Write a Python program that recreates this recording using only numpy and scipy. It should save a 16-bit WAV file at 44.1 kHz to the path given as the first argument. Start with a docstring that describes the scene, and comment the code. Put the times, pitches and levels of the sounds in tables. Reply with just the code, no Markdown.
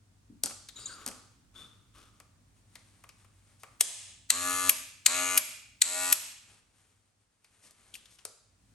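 """Indoors, over a low rumble, a hand and plastic guide combs land on a table; combs rattle, tap and slide.
Fingers rub a cordless hair clipper until a comb snaps onto its blade with a bright, hard click.
Its slide switch then runs the humming, clattering motor in three short bursts while the hand turns it.
The comb is pulled off with two clacks and the last comb thuds down. Contacts are bursts of fading modes.
A hard-walled room rings after each snap; a limiter ducks on peaks and slowly recovers."""
import sys
import numpy as np
from scipy import signal
from scipy.fft import rfft, irfft, next_fast_len
from scipy.io import wavfile
from scipy.ndimage import uniform_filter1d, minimum_filter1d, map_coordinates

SR = 44100
rng = np.random.default_rng(int(sys.argv[2]) if len(sys.argv) > 2 else 0)


def generate_wav(sig):
    """Save sig (samples, or channels by samples) to the path in sys.argv[1] as 16-bit PCM at SR."""
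    pcm = np.round(np.clip(np.atleast_2d(sig).T, -1, 1) * 32767).astype(np.int16)
    wavfile.write(sys.argv[1], SR, pcm)


N = 385434
TIME = np.arange(N) / SR
ONSET_S = 1 / 250  # lead-in before each contact


def amp(db):
    """Turn decibels into a linear gain."""
    return 10 ** (np.asarray(db) / 20)


def unit(x):
    """Scale a sound to rms 1."""
    return x / np.sqrt(np.mean(x ** 2) + 1e-20)


def along(points, hz):
    """Read a curve of (Hz, value) points on a log frequency axis."""
    point_hz, values = np.transpose(points)
    return np.interp(np.log(hz + 1), np.log(point_hz + 1), values)


def wobble(rate, size=N):
    """Draw a smooth random curve with rate knots a second."""
    knots = rng.standard_normal(int(size * rate / SR) + 4)
    return map_coordinates(knots, [np.arange(size) * rate / SR])


def filtered(x, response):
    """Multiply the spectrum of x by a complex response of frequency."""
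    m = next_fast_len(x.shape[-1] + 4096)
    spectrum = rfft(x, m) * response(np.fft.rfftfreq(m, 1 / SR))
    return irfft(spectrum, m)[..., :x.shape[-1]]


def noise(colour, size=N):
    """Make coloured noise of rms 1."""
    return unit(filtered(rng.standard_normal(size), lambda hz: amp(along(colour, hz))))


def add(track, s, sound):
    """Mix a sound in at time s."""
    part = track[..., max(round(s * SR), 0):][..., :sound.shape[-1]]
    part += sound[..., :part.shape[-1]]


def blow(colour, t60, ring_db, ring_t60, attack, even=3 / 4):
    """One contact: dense modes that die fast over a weaker, longer ring; even levels their strengths."""
    t = np.arange(SR // 8) / SR
    age = np.maximum(t - ONSET_S, 0)
    decay = amp(-60 * age / t60) + amp(ring_db - 60 * age / ring_t60)
    fade = decay * (1 - np.exp(-age / attack))
    modes = rfft(rng.standard_normal(len(t)) * fade)
    gains = amp(along(colour, np.fft.rfftfreq(len(t), 1 / SR)))
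    ends = np.minimum(t / ONSET_S, 1) * (1 - t / t[-1]) ** 2
    sound = irfft(modes / np.abs(modes) ** even * gains) * ends
    return sound * np.linalg.norm(fade) / np.linalg.norm(sound)


# Rumble level over time, before the overall lift: start_s, level_db
RUMBLE_LEVEL = [(0.0, -74), (0.73, -71.5), (4.45, -75), (6.18, -76), (7.4, -88.5), (7.96, -82),
                (8.35, -85.5), (8.74, -71.5)]
# Rumble colour: freq_hz, relative_db
RUMBLE_COLOUR = [(33, -29), (52, 2), (72, -12.5), (100, 3), (130, -11), (280, -14.5), (600, -46)]
# Air noise colour: freq_hz, relative_db
AIR_COLOUR = [(100, -16.5), (300, 0.5), (800, -0.5), (3000, -7.5), (9000, -6), (11500, -18.5),
              (13500, -60.5)]
RUMBLE_LIFT_DB = 8
RUMBLE_APART = .4  # gain of the part that differs between left and right


def background(air_db=-74, follow=0.42):
    """A low indoor rumble, with faint air noise that follows part of its rise and fall."""
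    level_db = np.interp(TIME, *np.transpose(RUMBLE_LEVEL))
    apart = np.array([noise(RUMBLE_COLOUR), noise(RUMBLE_COLOUR)])
    rumble = amp(level_db + RUMBLE_LIFT_DB) * (noise(RUMBLE_COLOUR) + RUMBLE_APART * apart)
    air_level = amp(air_db + follow * (level_db - level_db.mean()))
    return rumble + air_level * np.array([noise(AIR_COLOUR), noise(AIR_COLOUR)])


# Soft bump around its pitch: pitch_multiple, relative_db
THUD_COLOUR = [(.25, -20.5), (.7, 1.5), (1.102, 7.5), (1.999, -22.5), (7, -60.5)]


def thud(hz, t60):
    """A soft, dull bump: low modes around one pitch, with a slow attack."""
    return blow(np.array(THUD_COLOUR) * [hz, 1], t60=t60, ring_db=-29.5, ring_t60=0.059, attack=0.0015)


FIRM_DB = -34  # tick of a firm touch
SOFT_GROWTH, HARD_GROWTH = 0.94, 0.098  # dB of body and knock per dB of tick, below and above firm


def force_db(tick_db):
    """Body and knock grow little above a firm touch, so a harder one only gets brighter."""
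    return SOFT_GROWTH * min(tick_db - FIRM_DB, 0) + HARD_GROWTH * max(tick_db - FIRM_DB, 0)


# Comb teeth ticking: freq_hz, relative_db
TICK_COLOUR = [(2000, -24), (3500, -17.5), (4570, -8.5), (5500, -8.5), (8900, -4), (11700, -6.5),
               (13200, -38)]
# Comb body around its main mode: pitch_multiple, relative_db
BODY_COLOUR = [(.2, -24), (.45, -6.5), (.75, -9), (1, 2), (1.35, -9.5), (2, -5.5), (2.8, -13.5), (4, -31)]
# Knock of what the comb meets: freq_hz, relative_db
KNOCK_COLOUR = [(60, -22), (170, 0), (600, 0.5), (900, -3), (1800, -38.5)]


def touch(tick_db, body_hz, body_db, knock_db):
    """One touch ticks the teeth, rings the comb's body and knocks what it meets."""
    body_colour = np.array(BODY_COLOUR) * [body_hz, 1]
    tick = blow(TICK_COLOUR, t60=0.0061, ring_db=-21.0, ring_t60=0.089, attack=0.00028)
    body = blow(body_colour, t60=0.039, ring_db=-22, ring_t60=0.12, attack=0.0019)
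    bump = blow(KNOCK_COLOUR, t60=0.052, ring_db=-8.0, ring_t60=0.056, attack=0.0054)
    return amp(tick_db) * tick + amp(body_db) * body + amp(knock_db + force_db(tick_db)) * bump


# Combs landing on the table: start_s, tick_db
LANDINGS = [(0.436, -10), (1.063, -20)]
ROCK_S, ROCK_LOSS_DB = .023, 7.5  # a landed comb rocks: time to its second contact, loss there
BODY_DB, KNOCK_DB = -43, -43  # comb body and table at a firm touch
HAND_DOWN_S, HAND_DOWN_DB = 0.299, -54  # the bare hand meets the table
TABLE_THUD_DB, TABLE_THUD_HZ, THUD_LAG_S = -45, 252, 0.01012  # the hand comes down just after the comb
SET_DOWN_S, SET_DOWN_DB, SET_DOWN_HZ = 8.2525, -37, 546  # the last comb


def combs(rocking_hz=1450):
    """Combs land and rock once as the hand comes down; the last is set down with a thud."""
    out = np.zeros(N)
    add(out, HAND_DOWN_S - ONSET_S, amp(HAND_DOWN_DB) * thud(TABLE_THUD_HZ, t60=0.57))
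    for s, db in LANDINGS:
        for k in range(2):
            tick_db = db - k * ROCK_LOSS_DB
            contact = touch(tick_db, rocking_hz, BODY_DB + force_db(tick_db), KNOCK_DB)
            add(out, s + k * ROCK_S - ONSET_S, contact)
        add(out, s + THUD_LAG_S - ONSET_S, amp(TABLE_THUD_DB) * thud(TABLE_THUD_HZ, t60=0.13))
    add(out, SET_DOWN_S - ONSET_S, amp(SET_DOWN_DB) * thud(SET_DOWN_HZ, t60=.018))
    return out


# Light contacts of a comb (rattles after landing, taps, and the last one set down):
# start_s, tick_db, body_hz, body_db
LIGHT_CONTACTS = [(0.466, -38.5, 1390, -40), (0.496, -37, 1300, -46), (0.507, -36, 1230, -41),
                  (1.076, -23, 1260, -40), (1.112, -38.5, 1250, -45), (0.686, -37, 3850, -38.5),
                  (2.2, -40, 1190, -48.5), (2.754, -36.5, 2050, -43.5), (3.038, -44, 1160, -45.5),
                  (3.09, -40.5, 2530, -47.5), (3.245, -53, 1180, -55.5), (3.633, -36.5, 1163, -39.5),
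                  (7.444, -49, 2336, -55.5), (7.708, -44, 3347, -71), (8.055, -50, 3500, -49.5),
                  (8.186, -50.5, 2900, -49.5), (8.251, -22.5, 1320, -42.5)]
TAP_KNOCK_DB = -58.5  # knock under a tap, on the table or in the hand, at a firm touch


def light_contacts():
    """Rattles after landing, taps, and the last comb set down: heard directly and sent into the room."""
    out, spill = np.zeros(N), np.zeros(N)
    for s, tick_db, body_hz, body_db in LIGHT_CONTACTS:
        contact = touch(tick_db, body_hz, body_db, TAP_KNOCK_DB)
        add(out, s + 0.00083 - ONSET_S, contact)
        add(spill, s + 0.00077 - ONSET_S, contact)
    return out, spill


# Hiss of rubbed plastic: freq_hz, relative_db
HISS_COLOUR = [(1500, -24), (3000, -15), (5700, -6.5), (7000, -8), (8600, -5.5), (11400, -8.5),
               (14000, -73)]
# Lower scrape of a pushed comb: freq_hz, relative_db
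SCRAPE_COLOUR = [(150, 2), (300, 7.5), (800, -6.5), (1250, 8.5), (1900, -4.5), (3500, 1), (6000, -24)]
SCRAPE_DB = 2.5  # against the hiss


def friction(size):
    """Plastic rubbing unevenly on the table: a hiss over a lower scrape."""
    grip = amp(1.4 * wobble(35, size=size) + 2.4 * wobble(500, size=size))
    return grip * (noise(HISS_COLOUR, size=size) + amp(SCRAPE_DB) * noise(SCRAPE_COLOUR, size=size))


def stick_slip(hz, scatter):
    """A rough tone of rms 1: catching and slipping scatter both its pitch and its strength."""
    pitch = hz * (1 + scatter * wobble(1300, size=len(hz)))
    strength = amp(3 * wobble(250, size=len(hz)))
    return unit(strength * np.sin(2 * np.pi * np.cumsum(pitch) / SR))


# Combs pushed across the table: start_s, length_s, level_db
SLIDES = [(0.737, 0.32, -61), (1.532, 0.077, -62.5), (1.932, 0.021, -62)]
# Comb teeth squeaking and juddering as they slip:
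# start_s, length_s, first_hz, last_hz, level_db, overtone_db (against the first mode), scatter (share of pitch)
SQUEAKS = [(0.754, 0.112, 3806, 3820, -57, 4.5, 0.043), (0.856, 0.025, 3700, 3920, -51.5, 10.5, .05),
           (0.864, .1, 4280, 4700, -55.5, 0.5, 0.079), (0.79, 0.08, 4560, 4530, -57.5, -1, .07),
           (0.888, 0.093, 1538, 1241, -55, -30, 0.085), (0.969, 0.24, 1290, 1229, -62, -20, 0.156),
           (1.55, 0.13, 3505, 3494, -56, -24, .028)]
SLIDE_ATTACK_S, SLIDE_RELEASE_S = 0.034, 0.11
OVERTONE = 1.88  # a tooth's second mode over its first


def sliding():
    """A pushed comb rubs; now and then a tooth catches and squeaks, gliding as the pressure changes."""
    out = np.zeros(N)
    t = np.arange(SR) / SR
    for s, length, db in SLIDES:
        release = np.exp(-np.maximum(t - length, 0) / SLIDE_RELEASE_S)
        push = np.minimum(t / SLIDE_ATTACK_S, 1) * release
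        add(out, s, amp(db) * push * friction(size=len(t)))
    for s, length, first_hz, last_hz, db, overtone_db, scatter in SQUEAKS:
        pitch = np.linspace(first_hz, last_hz, int(length * SR))
        fade = unit(signal.windows.tukey(len(pitch), .2) * np.linspace(1, .35, len(pitch)))
        overtone = amp(overtone_db) * stick_slip(OVERTONE * pitch, scatter)
        add(out, s, amp(db) * fade * (stick_slip(pitch, scatter) + overtone))
    return out


# Fingers rubbing while the comb is fitted, then while it is taken off; two lists of: start_s, level_db
GRIP_LEVELS = [
    [(2.3, -116), (2.538, -73), (2.966, -68.5), (3.334, -75.5), (3.576, -68), (3.78, -68)],
    [(6.47, -52), (6.6, -76), (6.91, -69.5), (7.11, -85.5), (7.41, -79.5), (7.61, -64.5), (8.16, -67.5),
     (8.42, -85), (8.74, -77)],
]
# Skin on plastic: freq_hz, relative_db
SKIN_COLOUR = [(200, -0.5), (600, -6.5), (1200, -3.5), (2600, -4), (5000, -10), (8600, -1.5), (11400, -6.5),
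               (12800, -65)]
# Quick slips of a finger over the plastic: start_s, length_s, level_db
SLIPS = [(3.591, 0.045, -65), (7.622, 0.07, -62.5), (8.098, 0.071, -63)]
RUSTLE_RATE, RUSTLE_DB, CRACKLE_DB = 24, 2.5, 1.5  # skin shifts a second, their depth, depth of fine catches
GRIP_FADE_S = 0.14  # the fingers ease into and out of a rub


def fingers():
    """Skin rubs and catches on the housing and the comb as the grip shifts."""
    level = sum(amp(np.interp(TIME, *np.transpose(rows), left=-120, right=-120)) for rows in GRIP_LEVELS)
    level = uniform_filter1d(level, size=int(GRIP_FADE_S * SR))
    catches = amp(RUSTLE_DB * wobble(RUSTLE_RATE) + CRACKLE_DB * wobble(400))
    out = level * unit(catches * noise(SKIN_COLOUR))
    for s, length, db in SLIPS:
        stroke = signal.windows.tukey(int(length * SR), .4)
        add(out, s, amp(db) * stroke * noise(HISS_COLOUR, size=len(stroke)))
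    return out


REBOUND_S, REBOUND_SHRINK = .0014, .7  # first flight, and each flight over the one before


def snap(s, db, colour, rebound_db):
    """Plastic scrapes up to a detent, jumps it and rebounds ever faster against the stop."""
    out = np.zeros(N)
    push = amp(np.linspace(-58, -36, SR // 80))
    add(out, s - len(push) / SR, push * noise(colour, size=len(push)))
    for k in range(5):
        hit = blow(colour, t60=0.0054, ring_db=-18.0, ring_t60=0.06, attack=0.00022)
        flown_s = REBOUND_S * np.sum(REBOUND_SHRINK ** np.arange(k))
        add(out, s + flown_s - ONSET_S, amp(db + k * rebound_db) * hit)
    return out


def knock(hz, t60, spread=1.6):
    """A hollow plastic knock: a cluster of modes around one pitch."""
    colour = [(hz / spread, -40), (hz, 0), (hz * spread, -40)]
    return blow(colour, t60=t60, ring_db=-28, ring_t60=.07, attack=.0005)


# Comb snapping onto the blade: freq_hz, relative_db
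GUARD_COLOUR = [(200, -25.5), (1500, -20), (2300, -12), (3300, -10.5), (4600, -14), (8400, -1), (11500, -5),
                (14000, -32.5)]
# Clip of the comb letting go of the blade: start_s, level_db, pitch_hz
UNCLIP = [(7.94, -38.5, 3230), (7.953, -39.5, 2610)]
GUARD_S, GUARD_DB, GUARD_REBOUND_DB = 3.8089, 6.5, -3.5  # time, level, level step at each rebound
GUARD_THUD_DB, GUARD_THUD_HZ = -31, 570  # the housing's thud under that snap
UNCLIP_TICK_DB = -4  # the teeth tick along, against the clack


def guard():
    """The comb's clip snaps over the blade and jolts the housing; later it lets go with two clacks."""
    out = snap(GUARD_S, GUARD_DB, GUARD_COLOUR, GUARD_REBOUND_DB)
    add(out, GUARD_S - ONSET_S, amp(GUARD_THUD_DB) * thud(GUARD_THUD_HZ, t60=0.045))
    for s, db, hz in UNCLIP:
        clack = knock(hz, t60=.028, spread=2.4)
        tick = blow(TICK_COLOUR, t60=0.016, ring_db=-4.0, ring_t60=0.11, attack=.0008)
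        add(out, s - ONSET_S, amp(db) * (clack + amp(UNCLIP_TICK_DB) * tick))
    return out


# Switch going on: freq_hz, relative_db
SNAP_ON_COLOUR = [(170, -37.5), (584, -33.5), (2370, -8), (3370, -12.5), (4210, -3.5), (5350, -15.5),
                  (7880, 3), (10200, -17), (11400, -7), (13500, -34), (16500, -33.5)]
# Switch going off: freq_hz, relative_db
SNAP_OFF_COLOUR = [(150, -37), (1580, -15), (2800, -8), (4210, -12.5), (8490, -2), (10200, -6), (11400, 9),
                   (13700, -33.5), (15300, -12.5), (16500, -28.5)]
# Housing's knock under the switch, one row a run: on_hz, on_db, off_hz, off_db, snap_off_db
SWITCH_KNOCKS = [(2070, -18.5, 2420, -18, 0.5), (2380, -20, 2430, -15.5, 1), (4070, -13, 2500, -25, 2)]
SNAP_ON_DB, REBOUND_ON_DB, REBOUND_OFF_DB = 2, -1.5, -2.5  # snap level, then level steps at each rebound
SWITCH_KNOCK_T60_S = .022


def switch():
    """The slide switch snaps at both ends of every run and knocks the housing at a pitch set by the grip."""
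    out = np.zeros(N)
    for (on, off, *_), (on_hz, on_db, off_hz, off_db, snap_off_db) in zip(RUNS, SWITCH_KNOCKS):
        out += snap(on, SNAP_ON_DB, SNAP_ON_COLOUR, REBOUND_ON_DB)
        out += snap(off, snap_off_db, SNAP_OFF_COLOUR, REBOUND_OFF_DB)
        add(out, on - ONSET_S, amp(on_db) * knock(on_hz, SWITCH_KNOCK_T60_S))
        add(out, off - ONSET_S, amp(off_db) * knock(off_hz, SWITCH_KNOCK_T60_S))
    return out


# Housing hum heard from the side, one value per shaft order from the first up: relative_db
HUM_SIDE = [-19.5, -37.5, -10, -29.5, -21, -21, -12, -20, -16, -25, -17, -20, -1.5, -4, -14, -9, -30.5, -19,
            -6.5, -21, -14.5, -30]
# Housing hum heard from the face, one value per shaft order from the first up: relative_db
HUM_FACE = [-25, -26.5, -8, -25.5, -15, -16.5, 0.5, -7, -2.5, -5.5, -1, -21, -4.5, -8.5, -10.5, 4, -10,
            -19.5, -12.5, -9, -4, -10.5]
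GRIP_SHIFTS_PER_S, GRIP_SHIFT_DB = 16, 1.6
PHASE_SPREAD = .7  # turns over which the orders' starting phases scatter


def hum(turns, turn, upper_db=-24, facing_db=7, scatter_db=3):
    """The eccentric drive shakes the housing at each shaft order; high ones leave mostly by its face."""
    side_db, face_db = np.array(HUM_SIDE), np.array(HUM_FACE)
    low_db = side_db + np.clip(turn, 0, 1) * (face_db - side_db)
    high_db = upper_db + facing_db * turn + np.linspace(0, -6, num=24)
    high_db = high_db + scatter_db * rng.standard_normal(size=24)
    gains = amp(np.append(low_db, high_db))
    order = 1 + np.arange(len(gains))[:, None]
    # the shifting grip damps each order independently
    grip = amp(GRIP_SHIFT_DB * np.array([wobble(GRIP_SHIFTS_PER_S, size=len(turns)) for _ in gains]))
    phase = order * turns + PHASE_SPREAD * rng.random(order.shape)
    return unit(gains @ (grip * np.sin(2 * np.pi * phase)))


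# Blades striking and rubbing: freq_hz, relative_db
BLADE_COLOUR = [(1000, -31.5), (1900, -7), (2600, -5.5), (3200, -9), (4200, -6.5), (5000, -10), (6500, -1),
                (7800, -2), (8600, -5.5), (10200, -2.5), (11300, 1.5), (13500, -55.5)]
RETURN_TURNS, RETURN_DB = .496, -5  # the return strike: its offset in the turn, level against the first


def clatter(turns, jitter, scatter_db, rub_db, drift_s=.3):
    """The blade strikes opposite ways at the two ends of its stroke and rubs in between."""
    size = len(turns)
    strikes = np.zeros(size)
    rings = rfft([blow(BLADE_COLOUR, t60=0.0015, ring_db=-0.5, ring_t60=0.023, attack=0.00014, even=1 / 2)
                  for _ in range(2)], 2 * size)
    for offset, push in [(0, 1), (RETURN_TURNS, -amp(RETURN_DB))]:
        stroke = turns + offset
        at = np.flatnonzero(np.diff(np.floor(stroke)))
        strength = push * amp(scatter_db * rng.standard_normal(len(at)))
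        # as the clipper turns, other modes face the microphone
        angle = at / SR / drift_s
        facing = np.array([np.cos(angle), np.sin(angle)])
        # each strike lands between two samples, slightly early or late
        exact = np.interp(np.floor(stroke)[at + 1], stroke, np.arange(size))
        exact += jitter * SR * rng.standard_normal(len(at))
        delays = np.exp(-2j * np.pi * exact[:, None] * np.fft.rfftfreq(2 * size))
        strikes += irfft(((strength * facing) @ delays * rings).sum(0))[:size]
    rub = noise(BLADE_COLOUR, size=size) * np.abs(np.sin(2 * np.pi * turns))
    return unit(unit(strikes) + amp(rub_db) * rub)


def resonate(x, peaks):
    """Lift a sound at each (Hz, width Hz, dB) resonance."""
    def response(hz):
        total = 1
        for centre, width, db in peaks:
            band = 1j * hz * width
            total = total + (amp(db) - 1) * band / (centre * centre - hz * hz + band)
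        return total
    return filtered(x, response)


# Motor runs: on_s, off_s, hum_db, hum_swell_s, blade_db, turn (0 side on to 1 face on)
RUNS = [(4.3029, 4.694, -35.3, 0.02, -33.7, 0.02), (5.0619, 5.3763, -36.7, 0.016, -35.5, 0.33),
        (5.8182, 6.126, -39.7, .06, -35, 0.72)]
# Resonances that face the microphone, one list a run: freq_hz, width_hz, lift_db
BLADE_PEAKS = [
    [(2800, 180, 4.5), (4120, 200, 6.5), (7500, 330, 6.5)],
    [(2520, 450, 8.5), (4220, 250, 5), (6650, 332, 5.5), (8050, 400, 10.5)],
    [(2500, 450, 6), (7700, 320, 11.5)],
]
SHAFT_HZ, START_LAG, SETTLE_S = 90.66, .1, .065  # full speed, share missing at the start, time to make it up


def clipper(spin_up=0.0074, blade_swell=.012, coast=.25, hum_fade=0.024, blade_fade=0.023):
    """The motor spins up at the switch, settles, and is braked by the blades once the power is cut."""
    out = np.zeros(N)
    t = np.arange(int(.6 * SR)) / SR
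    for (on, off, hum_db, hum_swell, blade_db, turn), peaks in zip(RUNS, BLADE_PEAKS):
        since_off = np.maximum(on + t - off, 0)
        settling = 1 - START_LAG * np.exp(-t / SETTLE_S)
        hz = SHAFT_HZ * settling * (1 - np.exp(-t / spin_up)) * np.exp(-since_off / coast)
        turns = np.cumsum(hz * (1 + .0006 * wobble(60, size=len(t)))) / SR
        hum_envelope = (1 - np.exp(-t / hum_swell)) * np.exp(-since_off / hum_fade)
        housing = amp(hum_db) * hum(turns, turn) * hum_envelope
        strikes = clatter(turns, jitter=.000004, scatter_db=0.35, rub_db=-8)
        blade_envelope = (1 - np.exp(-t / blade_swell)) * np.exp(-since_off / blade_fade)
        blades = amp(blade_db) * resonate(strikes, peaks) * blade_envelope
        add(out, on, housing + blades)
    return out


# Decay of the room: freq_hz, t60_s
ROOM_DECAY = [(200, 0.4), (2700, 0.8), (9000, 0.59), (14000, 0.29)]
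# Colour of the room's answer: freq_hz, relative_db
ROOM_COLOUR = [(150, 5.5), (1200, 2), (2650, -2), (4200, 1.5), (8500, -2.5), (12000, -8), (15000, -28.5)]


def room(x, shared):
    """The walls' answer, partly alike in both ports; each frequency dies at its own speed."""
    hz, t, z = signal.stft(rng.standard_normal((3, SR)), SR, nperseg=256)
    decay_db = along(ROOM_COLOUR, hz)[:, None] - 60 * t / along(ROOM_DECAY, hz)[:, None]
    fade = amp(decay_db) * (1 - np.exp(-t / 0.0062))
    tails = signal.istft(z * fade, SR, nperseg=256)[1]
    pair = tails[:2] + shared * tails[2]
    return signal.fftconvolve(x[None], pair / np.linalg.norm(pair[0]), axes=1)[:, :N]


# Phase by which the left port leads the right: freq_hz, lead_rad
PORT_LEAD = [(150, .1), (1000, .45), (3000, .85), (6500, .6), (7800, 1.8), (9000, .6), (10200, -3),
             (11600, -5.4)]
# Level of left over right: freq_hz, difference_db
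PORT_TILT = [(1300, 2.5), (4400, 8), (8000, 2)]


def ports(x):
    """Direct sound reaches two ports, which differ in level and phase by frequency."""
    sides = np.array([[1], [-1]]) / 2

    def response(hz):
        return amp(sides * along(PORT_TILT, hz)) * np.exp(1j * sides * along(PORT_LEAD, hz))
    return filtered(x, response)


# What the motor sends into the room against straight ahead: freq_hz, difference_db
MOTOR_SPILL = [(400, -1), (1200, -9), (2000, -4.5), (2600, 3), (5500, -8), (8500, 0.5), (12000, -5)]
DIRECTIONS = 4  # a snap sounds different in every direction


def scene():
    """Direct sound, the room's answers to it, and the background."""
    contacts, contact_spill = light_contacts()
    handling = combs() + sliding() + fingers()
    snaps = [switch() + guard() for _ in range(DIRECTIONS)]
    motor = clipper()
    direct = ports(motor + handling + contacts + snaps[0])
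    motor_spill = filtered(motor, lambda hz: amp(along(MOTOR_SPILL, hz)))
    echo = room(handling + contact_spill + motor_spill, shared=0.89)
    snap_echo = sum(room(x, shared=0.94) for x in snaps) / np.sqrt(DIRECTIONS)
    return direct + amp(-10.0) * echo + amp(-13.0) * snap_echo + background()


TOP_HZ = 16600  # band limit


def record(dry, ceiling_db=-2, release_db=42):
    """The limiter ducks at once on a peak and recovers by release_db a second; then the band limit."""
    peak_db = 20 * np.log10(np.abs(dry).max(0) + 1e-9)
    excess = np.maximum(peak_db - ceiling_db, 0)
    duck_db = np.maximum.accumulate(excess + release_db * TIME) - release_db * TIME
    # hold and smooth the gain over 89 samples, about 2 ms
    gain = uniform_filter1d(minimum_filter1d(amp(-duck_db), size=89), size=89)
    return filtered(dry * gain, lambda hz: hz < TOP_HZ)


dry = scene()
out = record(dry)
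generate_wav(out)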